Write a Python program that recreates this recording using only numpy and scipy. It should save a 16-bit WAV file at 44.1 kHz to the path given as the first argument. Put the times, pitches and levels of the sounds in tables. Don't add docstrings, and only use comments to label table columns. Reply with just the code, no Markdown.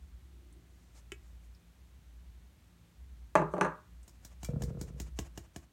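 import sys
import numpy as np
from scipy import signal
from scipy.fft import rfft, irfft
from scipy.io import wavfile
from scipy.ndimage import uniform_filter1d

SR = 44100
rng = np.random.default_rng(int(sys.argv[2]) if len(sys.argv) > 2 else 0)


def wrap_up_sound(samples):
    columns = np.atleast_2d(samples).T
    tamed = np.clip(columns, -1, 1)
    steps = np.round(tamed * 32767).astype(np.int16)
    wavfile.write(sys.argv[1], SR, steps)


N = 252252

# (time [s], mesh rasp [dB], frame click [dB], hand's thud [dB], rebound against the tap [dB])
SIEVE_TAPS = [(4.0785, -54.5, -72, -54.5, -6), (4.2485, -47.5, -64.5, -56, -15.5),
              (4.431, -47.5, -53.5, -42.5, 6.5), (4.6208, -45.5, -50.5, -39, -0.5),
              (4.812, -43.5, -57, -34.5, -17), (5.0001, -44, -48.5, -39, -7), (5.189, -41.5, -42, -35, -29),
              (5.3757, -48, -49, -41.5, -23.5), (5.5616, -47, -49.5, -40.5, -24)]
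# (frequency [Hz], relative level [dB])
MESH_COLOUR = [(1180, -1.5), (2000, -4), (2360, 3.5), (2570, -36), (2910, -10), (3520, -3), (6940, 6),
               (8930, 0.5), (10400, -5.5), (12200, -3), (15100, -8), (16000, -5.5)]
# (frequency [Hz], relative level [dB])
TABLE_CLICK_COLOUR = [(500, -18.5), (1500, -10), (2600, 9), (3450, -3.5), (4100, 0), (5000, -14), (6100, 1),
                      (7300, -5), (9000, -4), (10200, -12), (11000, -12.5), (13000, -24), (16000, -38.5)]


def sieve(snap_t60=0.025, rustle_db=-9, rustle_t60=0.15, rise_s=0.00055, grain_db=1.0):
    # (frequency [Hz], relative level [dB])
    frame_colour = [(100, -6), (330, 6.5), (420, 12.5), (540, -4), (680, 11), (1050, 0), (1250, -5.5),
                    (1800, -0.5), (2200, -8.5), (2900, 0.5), (4000, -11.5), (7000, -1), (16000, -80)]
    # (frequency [Hz], relative level [dB])
    thud_colour = [(25, -48), (45, -25), (68, 2), (110, 1), (165, -0.5), (240, -10.5), (340, -7),
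                   (430, -17.5), (520, -18), (1000, -50), (3000, -62)]
    # (time [s], level [dB])
    pings = [(4.446, -55)]
    # (frequency [Hz], relative level [dB], time to fall 60 dB [s])
    rim_modes = [(2342, 0, .3), (2891, -9, .12), (3284, -3.5, .19), (4700, -6, .14)]
    rebound_s = 0.0146
    thud_delay_s = 0.002055

    t = np.arange(SR // 3) / SR
    snap = gain_of(-60 * t / snap_t60)
    rustle = gain_of(rustle_db - 60 * t / rustle_t60)
    jolt = (snap + rustle) * (1 - np.exp(-t / rise_s))

    shake_power, frame, thuds = np.zeros((3, N))
    frame_click = click(frame_colour)
    thud = click(thud_colour, size=8192)
    for s, rasp_db, click_db, thud_db, rebound_db in SIEVE_TAPS:
        add(shake_power, s, (gain_of(rasp_db) * jolt) ** 2)
        add(shake_power, s + rebound_s, (gain_of(rasp_db + rebound_db) * jolt) ** 2)
        add(frame, s, gain_of(click_db) * chatter(frame_click, db=5.0, t60=0.026))
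        add(thuds, s + thud_delay_s, gain_of(thud_db) * thud)
    for s, db in pings:
        add(frame, s, gain_of(db) * ring(rim_modes))

    flicker = evened(uniform_filter1d(rng.standard_normal(N), size=40))
    grains = evened(gain_of(grain_db * flicker))
    rasp = np.sqrt(shake_power) * grains * noise(MESH_COLOUR)
    return room(rasp + frame + thuds, early_db=-15, tail_db=-14.0, early_t60=0.065)


def powder():
    # (middle [s], length [s], hiss level [dB])
    pours = [(0.823, 0.49, -79.5), (0.978, 0.1, -65), (1.263, 0.21, -77), (1.447, 0.084, -76.5)]
    # (frequency [Hz], relative level [dB])
    patter_colour = [(200, -18), (500, 11.5), (780, 11), (1200, 8), (1700, 4), (3000, 2.5), (6000, -60),
                     (15000, -45)]
    pour_patter_db = -5
    powder_top_hz = 11500
    swing_lead_s, swing_s, swing_hiss_db, swing_patter_db = 0.0075, 0.057, -24, -24
    hop_s, landing_s, landing_hiss_db, landing_patter_db = 0.074, 0.057, -23, -20

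    flows = [(s, length, db, db + pour_patter_db) for s, length, db in pours]
    for s, rasp_db, *_ in SIEVE_TAPS:
        flows.append((s - swing_lead_s, swing_s, rasp_db + swing_hiss_db, rasp_db + swing_patter_db))
        flows.append((s + hop_s, landing_s, rasp_db + landing_hiss_db, rasp_db + landing_patter_db))

    hiss_level, patter_level = np.zeros((2, N))
    for s, length, hiss_db, patter_db in flows:
        flow = swell(s, length)
        hiss_level += gain_of(hiss_db) * flow
        patter_level += gain_of(patter_db) * flow
    hiss = evened(cut(noise(MESH_COLOUR), "low", powder_top_hz))
    return hiss_level * hiss + patter_level * noise(patter_colour)


TIP_S = 4.4878


def rocking(count=9):
    tip_boom_db, tip_knock_db = -28.5, -41.5
    start_s, first_period_s, shrink, return_share = 4.535, 0.074, 0.965, 0.35
    first_boom_db, boom_db_per_s = -30, -42.5
    first_knock_db, knock_fade_s = -46, 0.47
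    return_boom_db, return_knock_db = 2, 2

    blows = [(TIP_S, tip_boom_db, tip_knock_db)]
    age = 0
    for period in first_period_s * shrink ** np.arange(count):
        s = start_s + age
        boom_db = first_boom_db + boom_db_per_s * age
        knock_db = first_knock_db - 20 * (age / knock_fade_s) ** 2
        blows.append((s, boom_db, knock_db))
        blows.append((s + return_share * period, boom_db + return_boom_db, knock_db + return_knock_db))
        age += period
    return blows


def bumps():
    # (frequency [Hz], relative level [dB], time to fall 60 dB [s])
    boom_modes = [(68.4, -12, 0.64), (100, -9, 0.2), (147.3, 7.5, 0.118), (202, -3, 0.057)]
    # (pitch factor, relative level [dB])
    knock_colour = [(.2, -31), (.6, -7), (.85, -4), (1.02, 6.5), (1.2, -3), (1.5, -10.5), (2.1, -21.5),
                    (3.2, -26), (7, -53)]
    first_hz, hz_per_s = 476, -110
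    boom_delay_s = 0.0028

    out = np.zeros(N)
    boom = cut(ring(boom_modes), "low", 260)
    for s, boom_db, knock_db in rocking():
        hz = first_hz + hz_per_s * (s - TIP_S)
        knock = click([(hz * factor, db) for factor, db in knock_colour])
        add(out, s, gain_of(knock_db) * chatter(knock, db=-7, t60=0.047))
        add(out, s + boom_delay_s, gain_of(boom_db) * boom)
    return room(out, early_db=-3.5, tail_db=-9, early_t60=0.033)


def cup_on_table():
    # (time [s], strength [dB], hardness as a cut-off [Hz])
    cup_knocks = [(3.354, -23.5, 2670), (3.399, -30, 695), (3.418, -30, 675), (3.538, -31, 860),
                  (3.567, -39, 950), (3.581, -35, 990), (3.611, -25.5, 2700), (3.631, -34, 1050),
                  (3.648, -33.5, 1930), (3.664, -39.5, 1370)]
    # (frequency [Hz], relative level [dB])
    table_colour = [(60, -27.5), (115, -25), (165, 4.5), (225, -16.5), (300, -2), (355, 0), (460, -4.5),
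                    (595, 3), (720, -5), (930, 2), (1215, -2.5), (1420, -5), (1620, -7), (2100, -13),
                    (4000, -29.5)]
    # (frequency [Hz], relative level [dB], time to fall 60 dB [s])
    table_modes = [(167, -6, .2), (296, -13, .22), (363, -7, .12), (411, -7, .18), (612, -1, .17),
                   (745, -6, .12), (877, 0, .16), (985, -2, .1), (1095, -5, .14), (1208, 2, .19),
                   (1370, -6, .17), (1570, -3, .13), (1690, -8, .13), (1860, -10, .11)]
    # (frequency [Hz], relative level [dB], time to fall 60 dB [s])
    wall_modes = [(3240, -7.5, .035), (4460, -6, 0.022), (6310, -3.5, 0.054), (7190, -3, 0.04),
                  (8260, -4, 0.02), (9950, -3.5, 0.033)]
    flat_s, flat_db, flat_hardness = 0.0048, 0.5, 0.65
    hard_ref_hz, click_ref_db, click_db_per_octave = 2400, -22, 9

    body = click(table_colour) + gain_of(-17.5) * cut(ring(table_modes), "high", 170)
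    contact = click(TABLE_CLICK_COLOUR) + gain_of(-11.5) * ring(wall_modes)
    knocks, clicks = np.zeros((2, N))
    for s, db, hard_hz in cup_knocks:
        edge_blow = (0, db, hard_hz)
        flat_blow = (flat_s, db + flat_db, hard_hz * flat_hardness)
        for delay, blow_db, hz in [edge_blow, flat_blow]:
            knock = chatter(cut(body, "low", hz), db=3.0, t60=0.036)
            add(knocks, s + delay, gain_of(blow_db) * knock)
        click_db = db + click_ref_db + click_db_per_octave * np.log2(hard_hz / hard_ref_hz)
        add(clicks, s, gain_of(click_db) * chatter(contact, db=5.5, t60=0.022))
    knocks = room(knocks, early_db=-11.5, tail_db=-9.5, early_t60=0.092)
    clicks = room(clicks, early_db=-11.5, tail_db=-7.5, early_t60=0.027)
    return knocks + clicks


def scuff():
    # (middle [s], length [s], level [dB])
    s, length, db = (3.535, .08, -70)
    rub = evened(cut(noise(TABLE_CLICK_COLOUR), "high", 6500))
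    return gain_of(db) * swell(s, length) * rub


def cup_on_rim():
    # (time [s], level [dB])
    touches = [(1.1197, -42)]
    # (frequency [Hz], relative level [dB], time to fall 60 dB [s])
    cup_modes = [(385, 6.5, 0.066), (430, -9, 0.029), (1100, -34, .03), (1380, -11, 0.017),
                 (1700, -20, 0.037), (1980, 1, 0.1), (2270, -3, 0.16), (2560, -8, .1), (2800, -16, 0.056),
                 (2920, -19, .04), (7390, -1, 0.038), (7300, -11, 0.03), (8700, -29, .04)]
    # (frequency [Hz], relative level [dB])
    cup_click_colour = [(250, -27), (370, -26), (550, -14), (900, -3.5), (1400, -3.5), (2650, 4),
                        (3300, -8), (3860, -17), (6000, -11), (7400, -9), (9400, -12.5), (10300, -21),
                        (12900, -25), (16000, -36)]

    out = np.zeros(N)
    tick = gain_of(-8.0) * ring(cup_modes) + gain_of(-2.5) * click(cup_click_colour)
    for s, db in touches:
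        add(out, s, gain_of(db) * chatter(tick, db=0, t60=0.016))
    return room(out, early_db=-6, tail_db=-18.5, early_t60=0.081)


def wires():
    # (time [s], level [dB], pitch [Hz])
    wire_ticks = [(0.526, -70.5, 8600), (1.549, -70.5, 4870), (4.031, -66.5, 7800)]
    # (pitch factor, relative level [dB])
    wire_colour = [(.3, -28), (.7, -18), (1, -6), (1.16, -8), (1.3, -29)]

    out = np.zeros(N)
    for s, db, hz in wire_ticks:
        tick = click([(hz * factor, level) for factor, level in wire_colour])
        add(out, s, gain_of(db) * chatter(tick, db=3, t60=0.068))
    return out


def whirr():
    # (time [s], level [dB])
    whirr_level = [(0, -82.5), (.55, -68.5), (.85, -84), (1.2, -99)]
    # (frequency [Hz], relative level [dB])
    whirr_colour = [(180, -34.5), (270, -6), (350, -1), (400, -10), (520, -29), (1500, -65.5)]
    t = np.arange(N) / SR
    return gain_of(np.interp(t, *np.transpose(whirr_level))) * noise(whirr_colour)


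def kitchen(waver_db=3.5):
    # (frequency [Hz], relative level [dB])
    air_colour = [(40, -8), (90, 5.5), (140, -4), (210, -6.5), (300, -9), (450, -17), (1000, -20),
                  (2000, -21.5), (4000, -24.5), (5000, -28), (6200, -27), (9300, -29.5), (10400, -33.5),
                  (11500, -30), (16000, -35)]
    # (frequency [Hz], middle level [dB])
    hum_tones = [(59.2, -67), (114.5, -73.5), (172.3, -70)]
    # (time [s], level [dB])
    drone_level = [(0.0, -48), (0.06, -50.5), (0.64, -60), (1.45, -50), (1.59, -62.5), (2.29, -49.5),
                   (2.82, -75), (3.03, -48), (3.66, -56), (3.76, -74), (3.94, -50), (4.22, -59),
                   (4.6, -37.5), (4.81, -51), (5.11, -40), (5.53, -60.5), (5.58, -53), (5.72, -72.5)]
    # (frequency [Hz], relative level [dB])
    drone_colour = [(20, -9.5), (36, -10), (48, -12.5), (57, 12.5), (64, 6.5), (75, -11), (95, -20.5),
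                    (140, -48.5), (400, -100)]

    t = np.arange(N) / SR
    air = gain_of(-65) * noise(air_colour)
    hum = np.zeros(N)
    for hz, db in hum_tones:
        waver = evened(uniform_filter1d(rng.standard_normal(N), size=6000))
        phase = 2 * np.pi * (hz * t + rng.random()) + 0.5 * waver
        hum += gain_of(db + waver_db * waver) * np.sin(phase)
    drone = noise(drone_colour)
    drone /= np.sqrt(uniform_filter1d(drone ** 2, SR // 6))
    return air + hum + gain_of(np.interp(t, *np.transpose(drone_level))) * drone


def room(x, early_db, tail_db, early_t60):
    # (frequency [Hz], time to fall 60 dB [s])
    tail_t60 = [(100, 0.31), (300, 0.32), (700, 0.25), (1300, 0.38), (2500, 0.23), (6000, 0.17),
                (14000, 0.11)]
    t = np.arange(SR // 2) / SR
    signs = rng.choice([-1., 1.], (2, len(t)))
    near, far = signs * (rng.random((2, len(t))) < 5000 / SR)
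    near *= gain_of(-60 * t / early_t60) * (t > 0.0012)

    hz, when, bands = signal.stft(far, SR, nperseg=256)
    bands = bands * gain_of(-60 * when / read(tail_t60, hz)[:, None])
    far = signal.istft(bands, SR, nperseg=256)[1][:len(t)]
    far *= np.clip((t - 0.004) / 0.0041, 0, 1)

    echoes = gain_of(early_db) * near / np.linalg.norm(near)
    echoes += gain_of(tail_db) * far / np.linalg.norm(far)
    return x + signal.oaconvolve(x, echoes)[:N]


def chatter(x, db, t60):
    t = np.arange(SR // 10) / SR
    burst = rng.standard_normal(len(t)) * gain_of(-60 * t / t60)
    burst = gain_of(db) * burst / np.linalg.norm(burst)
    return x + signal.oaconvolve(x, burst)[:len(x)]


def click(colour, size=2048):
    log_gain = np.log(gain_of(read(colour, abs(np.fft.fftfreq(size, 1 / SR)))))
    spectrum = np.exp(signal.hilbert(log_gain).conj())
    pulse = np.fft.ifft(spectrum).real[:size // 2]
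    return struck(np.pad(pulse, (0, SR // 2 - len(pulse))))


def ring(modes):
    t = np.arange(SR // 2) / SR
    return struck(sum(gain_of(db - 60 * t / t60) * np.sin(2 * np.pi * hz * t) for hz, db, t60 in modes))


def noise(colour):
    spectrum = rfft(rng.standard_normal(N))
    spectrum = spectrum * gain_of(read(colour, np.fft.rfftfreq(N, 1 / SR)))
    return evened(irfft(spectrum, N))


def cut(x, kind, edge_hz):
    return signal.lfilter(*signal.butter(2, min(edge_hz, SR / 4), kind, fs=SR), x)


def swell(s, length):
    return np.cos(np.pi * np.clip((np.arange(N) / SR - s) / length, -0.5, 0.5)) ** 2


def gain_of(db):
    return 10 ** (np.asarray(db) / 20)


def evened(x):
    return x / np.sqrt(np.mean(x ** 2) + 1e-20)


def struck(x):
    return x / np.sqrt(np.mean(x[:SR // 200] ** 2) + 1e-20)


def read(points, hz):
    f, value = np.transpose(points)
    return np.interp(np.log(hz + 1), np.log(f + 1), value)


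def add(mix, s, sound):
    part = mix[round(s * SR):][:len(sound)]
    part += sound[:len(part)]


def scene():
    taps = sieve() + powder() + bumps()
    cup = cup_on_table() + scuff() + cup_on_rim()
    background = wires() + whirr() + kitchen()
    return (taps + cup + background)[None]


def record(dry):
    # (time [s], level [dB])
    fade = [(5.4, 0.5), (5.72, -2.5)]
    faded = dry * gain_of(np.interp(np.arange(N) / SR, *np.transpose(fade)))
    thinned = signal.sosfilt(signal.butter(4, 50, "high", fs=SR, output="sos"), faded)
    band_limit = signal.firwin(511, 16200, window=("kaiser", 9), fs=SR)
    return signal.oaconvolve(thinned, band_limit[None], "same")


dry = scene()
out = record(dry)
wrap_up_sound(out)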